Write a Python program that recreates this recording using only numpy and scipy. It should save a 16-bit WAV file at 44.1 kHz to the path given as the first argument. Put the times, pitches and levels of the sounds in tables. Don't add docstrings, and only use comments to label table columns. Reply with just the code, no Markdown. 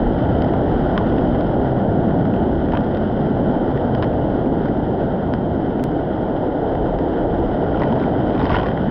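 import sys
import numpy as np
from scipy import signal
from scipy.fft import rfft, irfft
from scipy.io import wavfile
from scipy.ndimage import uniform_filter1d

SR = 44100
rng = np.random.default_rng(int(sys.argv[2]) if len(sys.argv) > 2 else 0)


def pcm_store(signal):
    levels = np.round(np.clip(np.atleast_2d(signal), -1, 1) * 32767)
    wavfile.write(sys.argv[1], SR, levels.astype(np.int16).T)


N = 392490
TIME = np.arange(N) / SR

# pitch_hz, width_hz, lift_db
HOUSING = [(1444, 297, 10), (1920, 300, 6.5), (3106, 460, 11), (4980, 510, 7)]


def churn(level_db, spread_octaves, bandwidth, swell_db, tilt, count=16):
    # time_s, pitch_hz
    pocket_pitch = [(0, 215), (2.1, 187.6), (4.2, 183), (4.6, 215), (5.3, 195), (6.1, 240), (7.0, 323),
                    (7.9, 248), (8.3, 234), (8.6, 177), (8.9, 207)]
    pocket_hz, = in_time(pocket_pitch)
    out = np.zeros(N)
    for hz in np.geomspace(100, 400, count):
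        share = hz ** tilt / np.sqrt(1 + (np.log2(hz / pocket_hz) / spread_octaves) ** 2)
        folds = grains(1500, spread_db=2.0)
        pockets = resonate(resonate(folds, hz, bandwidth * hz), hz, bandwidth * hz)
        out += rms_one(pockets) * share * from_db(swell_db * drift(3))
    return from_db(level_db) * steady(rms_one(lowpass(out, 620)), window_s=0.09)


def gurgle(trim_db, width_hz, wobble_octaves):
    # time_s, pitch_hz, relative_db
    hollow = [(0, 261, -23.5), (0.6, 258, -26.5), (0.9, 265, -31), (1.3, 281, -20.5), (1.7, 260, -28),
              (1.9, 188, -23.5), (2.2, 184, -22), (2.5, 242, -25.5), (3.0, 235, -26), (3.4, 209, -23.5),
              (3.8, 263, -28.5), (4.6, 288, -23), (5.1, 230, -30), (5.7, 275, -23.5), (6.2, 300, -27.5),
              (6.7, 280, -27.5), (7.2, 315, -24), (7.65, 305, -28), (7.9, 214, -22.5), (8.2, 303, -24.5),
              (8.45, 246, -21.5), (8.6, 173, -38), (8.9, 196, -21)]
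    hz, db = in_time(hollow)
    wobbling_hz = hz * 2 ** (wobble_octaves * drift(5))
    turn = np.exp(2j * np.pi * np.cumsum(wobbling_hz) / SR)
    r = np.exp(-np.pi * width_hz / SR)
    ring = turn * signal.lfilter([1], [1, -2 * r, r * r], grains(1500, spread_db=1.5) / turn)
    return from_db(db + trim_db) * steady(rms_one(lowpass(ring.real, 520)), window_s=0.08)


def rush(level_db, tumble_db):
    # frequency_hz, relative_db
    colour = [(200, -16), (350, -4.5), (440, 1), (520, 0.5), (670, 0.43), (790, -3), (900, -7.5),
              (1000, -16.5), (1200, -33), (2000, -53.5), (8000, -112)]
    bubbles = grains(14000, spread_db=1.0) * from_db(tumble_db * drift(27))
    return from_db(level_db) * heard(bubbles, through_housing(colour))


def hull_rumble(sway_db, span_octaves, window_s):
    # frequency_hz, relative_db
    colour = [(10, -13.5), (22, -9), (42, -6.5), (80, -4.5), (115, -7.5), (170, -7.5), (260, -27.5),
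              (700, -115)]
    # peak_s, level_db, half_length_s, pitch_hz
    heaves = [(0.062, -21.5, 0.084, 38), (0.33, -22.5, 0.15, 79), (0.76, -23, 0.098, 57.7),
              (1.35, -26.5, 0.33, 44.7), (2.646, -28.5, 0.21, 55.2), (4.097, -25.5, 0.19, 125.5),
              (5.5, -28.5, 0.21, 100.2), (6.879, -27.5, 0.18, 41.7), (7.395, -26, 0.11, 42),
              (7.75, -30.5, 0.12, 49.6), (8.187, -24, 0.07, 105), (8.532, -22, 0.079, 68)]
    ring = through_housing(colour)
    out = from_db(sway_db) * steady(heard(rng.standard_normal(N), ring), window_s)
    rumble = heard(rng.standard_normal(N), ring)
    for peak_s, db, half_s, hz in heaves:
        edges_hz = hz / 2 ** span_octaves, hz * 2 ** span_octaves
        wave = signal.sosfilt(signal.butter(2, edges_hz, "band", fs=SR, output="sos"), rumble)
        swell = np.exp(-((TIME - peak_s) / half_s) ** 2 / 2)
        out += from_db(db) * swell * steady(wave, window_s)
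    return out


def drops(trim_db, splatter_s, bubble_db, bubble_q, wall_db, wall_width_hz, size=4096):
    # start_s, relative_db, bubble_hz, splatter_db
    landings = [(0.421, -20.5, 4500, -0.5), (0.445, -28, 4900, -2), (0.537, -22.5, 1100, -7),
                (0.9779, -10.5, 3400, -20), (1.066, -32, 2450, -2.5), (1.098, -31.5, 3300, -2),
                (1.124, -31, 2600, -1), (1.1827, -27.5, 2500, 3), (1.212, -32, 4780, -7),
                (1.3484, -27.5, 1270, -4), (1.4094, -24.5, 4900, -2.5), (1.469, -31, 4930, -6),
                (2.1087, -30, 2600, -5), (2.2548, -26.5, 1340, -12), (2.339, -27, 2650, -4),
                (2.362, -29, 2710, -3), (2.658, -33, 4000, 0), (2.6868, -28, 1860, -4),
                (2.7213, -24, 2200, -1), (2.737, -25, 2540, -4), (2.7522, -25, 2520, 1),
                (2.772, -20, 2520, 2), (2.807, -29.5, 5000, -1), (2.9485, -28, 3550, 1),
                (2.9717, -26, 4600, -1), (3.7752, -27.5, 1830, -3), (3.95, -19, 4850, -6),
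                (4.0248, -22.5, 4200, 8), (4.032, -23.5, 1870, 3), (4.042, -27, 4200, 6.5),
                (4.6574, -26.5, 1450, -8), (4.685, -26, 1890, -3), (5.3379, -17, 4870, -19.5),
                (5.7959, -27, 2670, -10), (6.7533, -27, 1920, -16), (6.988, -24, 4780, -5),
                (7.8185, -21, 1910, 3), (7.8343, -22, 1980, -1), (7.925, -26, 3200, -4),
                (8.0275, -25, 1400, -2), (8.3053, -30, 3340, -5), (8.3496, -26.5, 2430, -8),
                (8.379, -24, 2450, -1), (8.395, -21, 3600, -5), (8.403, -26.5, 3680, -2),
                (8.414, -24, 3660, -1), (8.4320, -25, 4800, -8), (8.4435, -24, 3100, -6),
                (8.4553, -17, 4700, -8), (8.465, -24, 3200, -5), (8.4953, -19, 2600, -5),
                (8.5044, -22, 4800, 2), (8.5218, -25, 5000, -9), (8.529, -18, 2020, -4),
                (8.5442, -17, 1290, -0.5), (8.5558, -20, 2700, 5), (8.566, -21, 3000, 3),
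                (8.5865, -20, 3100, -2), (8.597, -22, 3100, 0), (8.6134, -23.5, 3660, -3),
                (8.632, -23.5, 2600, 0), (8.6598, -24, 2480, -3), (8.6667, -20, 4600, -6),
                (8.686, -22, 1140, -3), (8.7755, -25, 1900, -8)]
    # frequency_hz, relative_db
    colour = [(200, -16.5), (600, 0), (1000, 10.5), (1250, -5), (1700, -4), (2400, -13), (3100, -16),
              (3800, -18), (4500, -28), (5400, -29), (6500, -43.5), (8500, -66.5)]
    force, age = np.zeros(N + size), np.arange(size) / SR
    for start_s, db, bubble_hz, splatter_db in landings:
        splatter = rng.standard_normal(size) * np.exp(-age / splatter_s)
        slap = from_db(splatter_db) * splatter / np.linalg.norm(splatter)
        slap[0] += 1
        slap += from_db(bubble_db) * resonate(slap, bubble_hz, bubble_hz / bubble_q)
        at = round(start_s * SR)
        force[at:at + size] += from_db(db + trim_db) * slap
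    force += from_db(wall_db) * sum(resonate(force, hz, wall_width_hz) for hz, _, _ in HOUSING)
    ring = through_housing(colour)
    return heard(force[:N], ring / np.abs(ring).max())


def plops(t60_s, rise_per_s, size=4096):
    # start_s, peak_db, pitch_hz
    cavities = [(0.537, -23, 910), (0.968, -23, 1035), (0.978, -20, 1156), (0.992, -24, 1050),
                (1.012, -20.5, 954), (2.735, -14.5, 900), (2.75, -20.5, 963), (2.769, -22.5, 1160),
                (7.816, -27, 905), (7.9242, -21, 924), (7.976, -20, 933), (8.502, -17, 1133),
                (8.596, -24, 1030), (8.64, -20, 1086)]
    out, age = np.zeros(N + size), np.arange(size) / SR
    for start_s, peak_db, hz in cavities:
        phase = 2 * np.pi * hz * age * (1 + rise_per_s * age / 2)
        at = round(start_s * SR)
        out[at:at + size] += from_db(peak_db - 60 * age / t60_s) * np.sin(phase)
    return lowpass(out[:N] + 1e-18, 1700)


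def spray(trim_db, stray_db, stray_per_s, bubble_db, bubble_q, clump_db, count=16):
    # peak_s, relative_db, decay_s
    showers = [(0.43, -43.5, 0.03), (0.985, -39.5, 0.02), (1.119, -49.5, 0.12), (2.755, -40.5, 0.025),
               (2.95, -46.5, 0.07), (7.82, -38.5, 0.072), (8.022, -43.5, 0.15), (8.41, -38.5, 0.073),
               (8.551, -30.5, 0.085), (8.651, -35.5, 0.039)]
    # frequency_hz, relative_db
    colour = [(200, -19.5), (600, -2.5), (950, 17), (1250, -2), (1700, -7.5), (2400, -10.5), (3100, -17.5),
              (3800, -18), (4500, -29), (5400, -30.5), (6500, -45), (8500, -73)]
    power = from_db(stray_db) ** 2
    for peak_s, db, decay_s in showers:
        rise_s = 0.96 * decay_s
        away = np.maximum((TIME - peak_s) / decay_s, (peak_s - TIME) / rise_s)
        power = power + (from_db(db) * np.exp(-away)) ** 2
    spray_db = 10 * np.log10(power)
    per_s = stray_per_s * from_db(0.97 * (spray_db - stray_db))
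    clumps = rms_one(from_db(clump_db * np.tanh(drift(65))))
    taps = grains(per_s, spread_db=4.5) * clumps * from_db(spray_db + trim_db)
    pitches_hz = np.geomspace(1150, 5400, count)
    pitch_index = rng.integers(0, count, N)
    bubbles = sum(resonate(taps * (pitch_index == k), hz, hz / bubble_q) for k, hz in enumerate(pitches_hz))
    return heard(taps + from_db(bubble_db) * bubbles, through_housing(colour))


def click():
    # start_s, peak_db, fade_hz
    step = (5.8396, -14.5, 200)
    start_s, peak_db, fade_hz = step
    decay = np.exp(-2 * np.pi * fade_hz * np.abs(TIME - start_s))
    return from_db(peak_db) * (TIME >= start_s) * decay


def fizz(trim_db, flicker_db, splash_db):
    # time_s, relative_db
    foam = [(0.0, -38), (0.85, -36), (2.0, -39.5), (3.3, -38), (5.0, -40.5), (7.0, -39.5), (8.0, -37),
            (8.5, -36), (8.9, -38)]
    # frequency_hz, relative_db
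    colour = [(600, -30.5), (1000, 2), (1250, -2), (1700, -6), (2100, -14), (2500, -21.5), (3000, -16.5),
              (3600, -17.5), (4400, -29), (5400, -33.5), (6200, -42.5), (10000, -90.5)]
    foam_db, = in_time(foam)
    bursts = grains(12000, spread_db=1.5) * from_db(flicker_db * drift(18))
    splashes = from_db(splash_db) * grains(220 * from_db(3.0 * drift(0.93)), spread_db=0.5)
    return from_db(foam_db + trim_db) * heard(bursts + splashes, through_housing(colour))


def through_housing(colour, size=4096):
    hz = np.maximum(np.arange(size // 2 + 1) * SR / size, 1)
    points_hz, points_db = np.transpose(colour)
    db = np.interp(np.log(hz), np.log(points_hz), points_db)
    for centre_hz, width_hz, lift_db in HOUSING:
        db += lift_db / (1 + (2 * (hz - centre_hz) / width_hz) ** 2)
    cepstrum = irfft(np.log(from_db(db)))
    cepstrum[1:size // 2] *= 2
    cepstrum[size // 2 + 1:] = 0
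    ring = irfft(np.exp(rfft(cepstrum)))
    return ring / np.linalg.norm(ring)


def heard(x, ring):
    return signal.fftconvolve(x, ring)[:N]


def grains(per_s, spread_db):
    sizes = from_db(spread_db * np.minimum(rng.exponential(1, N), 4)) * rng.choice([-1, 1], N)
    return rms_one(sizes * (rng.random(N) < per_s / SR) / np.sqrt(per_s))


def drift(rate_hz, hop=40, settle=2000):
    r = np.exp(-2 * np.pi * rate_hz * hop / SR)
    noise = rng.standard_normal(N // hop + settle + 2)
    slow = signal.lfilter([1], [1, -2 * r, r * r], noise)[settle:]
    return np.interp(np.arange(N) / hop, np.arange(len(slow)), rms_one(slow))


def resonate(x, hz, width_hz):
    r = np.exp(-np.pi * width_hz / SR)
    feedback = [1, -2 * r * np.cos(2 * np.pi * hz / SR), r * r]
    return signal.lfilter(np.array([1, 0, -1]) * (1 - r * r) / 2, feedback, x + 1e-18)


def lowpass(x, hz):
    return signal.sosfilt(signal.butter(4, hz, fs=SR, output="sos"), x)


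def steady(x, window_s):
    return x / np.sqrt(np.maximum(uniform_filter1d(x ** 2, int(window_s * SR)), 1e-9))


def in_time(rows):
    time_s, *columns = np.transpose(rows)
    return [np.interp(TIME, time_s, column) for column in columns]


def from_db(db):
    return 10 ** (np.asarray(db) / 20)


def rms_one(x):
    return x / np.sqrt(np.mean(x ** 2) + 1e-20)


def scene():
    # time_s, relative_db
    churning = [(0.0, -19.5), (1.25, -17.5), (1.55, -19.0), (2.2, -16.5), (3.0, -20), (3.5, -18),
                (4.15, -21), (4.55, -19.0), (6.1, -22), (6.55, -23.5), (7.9, -20.5), (8.9, -20.5)]
    # time_s, relative_db
    rushing = [(0.0, -24), (0.4, -23), (1.8, -23.5), (3.0, -25.5), (3.5, -23.5), (4.5, -24.5), (5.9, -26),
               (6.6, -23.5), (7.0, -24), (7.9, -22.5), (8.9, -24.5)]
    churn_db, = in_time(churning)
    rush_db, = in_time(rushing)
    sway_db = -28 + 0.37 * (churn_db + 19)
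    hull = hull_rumble(sway_db, span_octaves=0.6, window_s=0.097)
    pockets = churn(churn_db - 1.8, spread_octaves=0.89, bandwidth=0.22, swell_db=2.1, tilt=0.41)
    hollow = gurgle(trim_db=-0.5, width_hz=80, wobble_octaves=0.06)
    white_water = rush(rush_db + 0.85, tumble_db=0.47)
    foam = fizz(trim_db=-0.43, flicker_db=0.95, splash_db=-13.5)
    patter = spray(trim_db=3.5, stray_db=-63, stray_per_s=76, bubble_db=12.5, bubble_q=11, clump_db=3.5)
    slaps = drops(trim_db=2.5, splatter_s=0.0034, bubble_db=4.5, bubble_q=8, wall_db=-8, wall_width_hz=31)
    cavities = plops(t60_s=0.055, rise_per_s=1.7)
    return (pockets + hollow + white_water + hull + slaps + cavities + patter + click() + foam)[None]


def record(dry):
    bass_cut = signal.sosfilt(signal.butter(2, 14, "high", fs=SR, output="sos"), dry)
    return signal.sosfilt(signal.ellip(10, .1, 80, 16000, fs=SR, output="sos"), bass_cut)


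dry = scene()
out = record(dry)
pcm_store(out)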